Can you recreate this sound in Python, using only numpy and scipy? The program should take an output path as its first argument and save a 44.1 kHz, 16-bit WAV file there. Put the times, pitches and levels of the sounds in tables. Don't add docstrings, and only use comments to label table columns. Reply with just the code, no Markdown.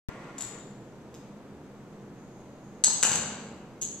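import sys
import numpy as np
from scipy import signal
from scipy.fft import rfft, irfft
from scipy.io import wavfile
from scipy.ndimage import uniform_filter1d

SR = 44100
rng = np.random.default_rng(int(sys.argv[2]) if len(sys.argv) > 2 else 0)


def waveform_to_disk(signal):
    frames = np.transpose(np.atleast_2d(signal))
    scaled = np.clip(frames, -1, 1) * 32767
    samples = np.round(scaled).astype(np.int16)
    wavfile.write(sys.argv[1], SR, samples)


def voltage_ratio(decibels):
    exponent = np.asarray(decibels, float) / 20
    return 10 ** exponent


N = 176400

# level in dB, low edge in Hz, high edge in Hz.
CRACKS = dict(pull=(4.1, 1200, 9800), lockout=(0.91, 2630, 7400), first=(-11, 3200, 5700),
          second=(-4.5, 1180, 7200), settle=(0, 3100, 6300), platform=(-1, 370, 1900))


def table(rows, at, log=False):
    x, y = np.array(rows, float).T
    if log:
        return np.interp(np.log(at + 1), np.log(x), y)
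    return np.interp(at, x, y)


def unit(x):
    return x / np.sqrt(np.mean(x ** 2))


def resonance(f, hz, width_hz):
    return 1 / (1 + (2 * (f - hz) / width_hz) ** 2)


def noise(gain, size=N):
    alike_hz = 2050
    hz = np.fft.rfftfreq(size, 1 / SR)
    a, b = rfft(rng.standard_normal((2, size)))
    alike = 1 / (1 + (hz / alike_hz) ** 2)
    mid = a * np.sqrt(1 + alike)
    side = b * np.sqrt(1 - alike)
    return irfft(gain(hz) * np.array([mid + side, mid - side]), size) / np.sqrt(2)


def walk(rate, size=N):
    hold = int(SR / rate) + 1
    steps = np.repeat(rng.standard_normal(size // hold + 1), hold)
    return 1.3 * uniform_filter1d(uniform_filter1d(steps, hold), hold)[:size]


def bands(lo_hz, count):
    for hz in lo_hz * 2 ** (np.arange(count) * 2 / 3):
        def window(f, hz=hz):
            return np.cos(np.pi / 2 * np.clip(3 / 2 * np.log2((f + 1) / hz), -1, 1))
        yield hz, window


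def ventilation():
    # frequency in Hz, spectral density in dB per Hz.
    air_colour = [(30, -41.5), (95, -31), (120, -3.5), (300, -6.5), (700, -17), (1500, -27), (3000, -37.5),
                  (8000, -48.5)]
    # frequency in Hz, width in Hz, level in dB.
    duct_modes = [(79.3, 6.7, -70.5), (134, 50, -65.5), (204.6, 6.6, -59.5), (341.3, 7.8, -71),
                  (477.7, 60, -65.5)]
    lag_s = .00007
    swell = walk(0.27)
    air = 0
    for hz, window in bands(25.76, count=15):
        band = noise(lambda f: window(f) * voltage_ratio(table(air_colour, f, log=True)))
        air = air + band * voltage_ratio(.6 * swell + 0.53 * walk(5.3))
    ducts = noise(lambda f: sum(voltage_ratio(db) * np.sqrt(SR / width) * resonance(f, hz, width)
                                for hz, width, db in duct_modes))
    left, right = voltage_ratio(-49.5) * unit(air) + ducts
    return np.array([np.roll(left, int(lag_s * SR)), right])


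def feet():
    # time in seconds, level in dB.
    scrub_level = [
        (.09, -51),
        (.2, -50.5),
        (.35, -52.5),
        (.55, -52.5),
        (.75, -70),
        (.9, -90),
    ]
    # frequency in Hz, level in dB.
    scrub_colour = [(300, 1.5), (700, -4), (1150, -2), (1400, -14.5), (1950, -7), (2600, -14), (4000, -25),
                    (6600, -31)]
    # frequency in Hz, width in Hz, height over the scrub in dB.
    scrub_peaks = [(1406, 45, 16.5), (1884, 120, 4.5)]

    def gain(f):
        peaks = 1 + sum((voltage_ratio(db) - 1) * resonance(f, hz, width) for hz, width, db in scrub_peaks)
        return voltage_ratio(table(scrub_colour, f, log=True)) * peaks * (f > 250)

    return unit(noise(gain)) * voltage_ratio(table(scrub_level, np.arange(N) / SR) + walk(32.0))


def struck(hits, modes, crack, size=4000):
    rise_s, detune, share_db, crack_t60_s = .0006, .012, 1.5, .004
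    t = np.arange(size) / SR
    hz, db, t60 = np.array(modes, float).T[:, :, None]
    crack_db, low_hz, high_hz = crack
    band = signal.butter(2, (low_hz, high_hz), "band", fs=SR, output="sos")
    chance = rng.standard_normal((len(hits), 2, len(modes), 1))
    out = np.zeros(N + size)
    for (at, level_db, *contact), (tune, share) in zip(hits, chance):
        decay = voltage_ratio(db + share_db * share - 60 * t / t60)
        ring = (decay * np.sin(2 * np.pi * hz * (1 + detune * tune) * t)).sum(0)
        ring = ring * np.sin(np.pi / 2 * np.minimum(t / rise_s, 1)) ** 2
        grit = rng.standard_normal(size) * voltage_ratio(crack_db - 60 * t / (crack_t60_s + 4 * sum(contact)))
        if contact:
            push = np.hanning(int(contact[0] * SR / 2) + 3)
            ring = np.convolve(ring, push / push.sum())[:size]
        else:
            grit = .6 * grit
            grit[0] = 2.6 * voltage_ratio(crack_db)
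        start = int(at * SR)
        out[start:start + size] += voltage_ratio(level_db) * (ring + signal.sosfilt(band, grit))
    return out[:N]


def pull_knocks():
    # start in seconds, level in dB.
    hits = [(.3805, -52), (.3823, -39), (.3843, -45), (.3872, -41), (.394, -50), (.4078, -34), (.4103, -42),
            (.4132, -43), (.4148, -41), (.4193, -44), (.4215, -38), (.449, -42)]
    # frequency in Hz, level in dB, decay time (t60) in seconds.
    modes = [(3870, -4, 0.0055), (4440, 0, 0.0037), (5360, -12, 0.0024), (5900, -1, 0.0028),
             (7260, 5.5, 0.012), (7780, 1, 0.0079), (8700, 0, 0.0047), (11100, 8, 0.0085),
             (13400, 1, 0.0072)]
    return struck(hits, modes, CRACKS["pull"])


def lockout_knocks():
    # start in seconds, level in dB.
    hits = [
        (1.1426, -38),
        (1.1485, -41),
        (1.155, -45),
        (1.1765, -56),
        (1.6435, -58),
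    ]
    # frequency in Hz, level in dB, decay time (t60) in seconds.
    modes = [(2500, -16, 0.002), (3850, -8, 0.0037), (6560, -33, 0.0013), (9000, 1, 0.0014),
             (12500, 11, 0.0024)]
    return struck(hits, modes, CRACKS["lockout"])


def sleeve():
    # time in seconds, level in dB.
    spin_level = [
        (2.1, -102),
        (2.2, -79),
        (2.45, -80),
        (2.55, -85),
        (2.65, -77),
        (2.83, -81),
        (2.9, -92),
    ]
    whir = unit(noise(lambda f: resonance(f, 6700, width_hz=600)))
    return whir * voltage_ratio(table(spin_level, np.arange(N) / SR) + 1.1 * walk(30.1))


def first_plate():
    # start in seconds, level in dB.
    hits = [
        (2.8378, -13),
        (2.8388, -2),
        (2.8409, -11),
        (2.8427, -15),
        (2.8444, 1),
        (2.8497, -13),
        (2.8515, -12),
    ]
    # start in seconds, level in dB.
    rattle = [
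        (2.8605, -35),
        (2.867, -29),
        (2.879, -31.5),
        (2.9, -13),
    ]
    # frequency in Hz, level in dB, decay time (t60) in seconds.
    modes = [(1450, -28.5, 0.0058), (3470, -22, 0.0028), (4430, -17, 0.0041), (5210, -17, 0.0034),
             (6260, -20.5, 0.0029), (6420, -15.5, 0.0073), (7250, -18, 0.0041), (7300, -12, 0.0078),
             (7940, -6.5, 0.0069), (10620, -14, 0.0055), (11200, -13.5, 0.004), (14300, -20.5, 0.011)]
    return struck(hits + rattle, modes, CRACKS["first"])


def platform_blows():
    # start in seconds, level in dB, contact time in seconds.
    blows = [
        (2.845, -46.5, 0.00043),
        (2.88, -41, 0.0008),
        (3.03, -41, 0.0028),
        (3.05, -37, 0.0014),
        (3.075, -39, 0.0021),
        (3.115, -37, 0.0019),
        (3.15, -35.5, 0.0034),
        (3.19, -42, 0.0049),
    ]
    # frequency in Hz, level in dB, decay time (t60) in seconds.
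    modes = [(166, -4, 0.021), (230, 3.5, 0.049), (379, 0.5, 0.014), (548, 8.5, 0.011), (790, 16.5, 0.0082),
             (1230, -11, .015)]
    return struck(blows, modes, CRACKS["platform"])


def second_plate():
    # start in seconds, level in dB.
    hits = [
        (3.0277, -10),
        (3.0297, -19),
        (3.0333, -8),
        (3.0388, -20),
        (3.0415, -21),
    ]
    # start in seconds, level in dB.
    rattle = [
        (3.0457, -16),
        (3.0503, -21.5),
        (3.054, -34),
        (3.0691, -17.5),
        (3.0848, -28),
        (3.095, -17.5),
        (3.118, -17),
    ]
    # start in seconds, level in dB.
    late_rattle = [
        (3.1318, -16),
        (3.1565, -18),
        (3.174, -22),
    ]
    # frequency in Hz, level in dB, decay time (t60) in seconds.
    modes = [(1603, -13, 0.0071), (3010, -15, 0.0081), (3930, -21, 0.0043), (4730, -8, 0.0021),
             (6350, -9, 0.006), (7235, -6, 0.01), (7900, 1, 0.0036), (10500, -5.5, 0.0047),
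             (11530, -6, 0.005), (14000, -9, 0.0067)]
    return struck(hits + rattle + late_rattle, modes, CRACKS["second"])


def settle_knocks():
    # start in seconds, level in dB.
    hits = [(3.8133, -37), (3.817, -32), (3.8202, -39), (3.8225, -29), (3.8275, -35), (3.8292, -32),
            (3.8342, -33), (3.8385, -37), (3.851, -39)]
    # frequency in Hz, level in dB, decay time (t60) in seconds.
    modes = [(3620, -9.5, 0.0024), (4350, -11, 0.0025), (6400, -3, 0.0062), (6780, 4.5, 0.0075),
             (7800, 1, 0.0056), (10360, 0.5, 0.0084), (14160, 4, 0.0075)]
    return struck(hits, modes, CRACKS["settle"])


def hall(size=49152):
    # frequency in Hz, decay time (t60) in seconds.
    decay = [(100, 1.2), (400, 1.8), (1500, 1.24), (4000, 0.94), (7000, 0.64), (13000, 0.34)]
    # delay in seconds, left level in dB, right level in dB.
    floor_echo = (.0057, -14, -10)
    # delay in seconds, left level in dB, right level in dB.
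    echoes = [
        (.0122, -14, -8),
        (.021, -16, -12),
        (.029, -16, -14),
    ]
    lump_db, lump_fade_s, lump_s, rise_s = 3, .08, .0012, .010
    t = np.arange(size) / SR
    tail = 0
    for hz, window in bands(61.3, count=13):
        tail = tail + noise(window, size=size) * voltage_ratio(-60 * t / table(decay, hz, log=True))
    wander = np.array([walk(1 / lump_s, size=size) for _ in "lr"])
    lumps = voltage_ratio(lump_db * np.exp(-t / lump_fade_s) * wander)
    out = voltage_ratio(-31.5) * tail * lumps * (1 - np.exp(-(t / rise_s) ** 2))
    out[:, 0] += 1
    for lag_s, left_db, right_db in [floor_echo] + echoes:
        out[:, int(lag_s * SR)] += voltage_ratio(np.array([left_db, right_db]))
    return out


def scene():
    knocks = pull_knocks() + lockout_knocks() + first_plate()
    knocks = knocks + platform_blows() + second_plate() + settle_knocks()
    knocks = signal.sosfilt(signal.butter(2, 110, "high", fs=SR, output="sos"), knocks)
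    return signal.fftconvolve(knocks[None], hall())[:, :N] + ventilation() + feet() + sleeve()


def causal(rows, size=4096):
    level = voltage_ratio(table(rows, np.fft.rfftfreq(size, 1 / SR), log=True))
    cepstrum = irfft(np.log(level), size)
    cepstrum[1:size // 2] *= 2
    cepstrum[size // 2:] = 0
    return irfft(np.exp(rfft(cepstrum)), size)[:size // 2]


def band_limit(x):
    return signal.sosfilt(signal.butter(12, 16400, fs=SR, output="sos"), x)


def record(dry):
    # frequency in Hz, level in dB.
    left_port = [(100, -0.5), (5000, 6), (5600, 4.5), (6500, 8), (7900, 15), (8200, 4), (8600, 5),
                 (15000, -18)]
    # frequency in Hz, level in dB.
    right_port = [(100, 0.5), (5000, 5), (5600, 6.5), (6500, 15.5), (7200, -8.5), (8200, -5), (8600, -19.5),
                  (15000, -29.5)]
    start_s, settle_s, fade_s = .0862, 0.091, 0.011
    t = np.arange(N) / SR
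    ports = np.array([causal(left_port), causal(right_port)])
    x = signal.fftconvolve(dry, ports, axes=1)[:, :N]
    hiss, rumble = rng.standard_normal((2, 2, N))
    rumble = unit(signal.sosfilt(signal.butter(2, 60, fs=SR, output="sos"), rumble))
    x = x + voltage_ratio(-73.5) * hiss + voltage_ratio(-63.5) * rumble
    x = signal.sosfilt(signal.ellip(12, .2, 75, 14250, fs=SR, output="sos"), x)
    offset = voltage_ratio(np.array((-20.5, -27.5)))[:, None] * [[-1], [1]]
    offset = offset * np.exp(-(t - start_s) / fade_s) * (t < settle_s)
    offset = offset * (2 * np.clip((t - start_s) / 0.0026, 0, 1) ** 0.31 - 1.0)
    x = (x + offset) * (t > start_s)
    return band_limit(np.clip(x, -1, 1))


dry = scene()
out = record(dry)
waveform_to_disk(out)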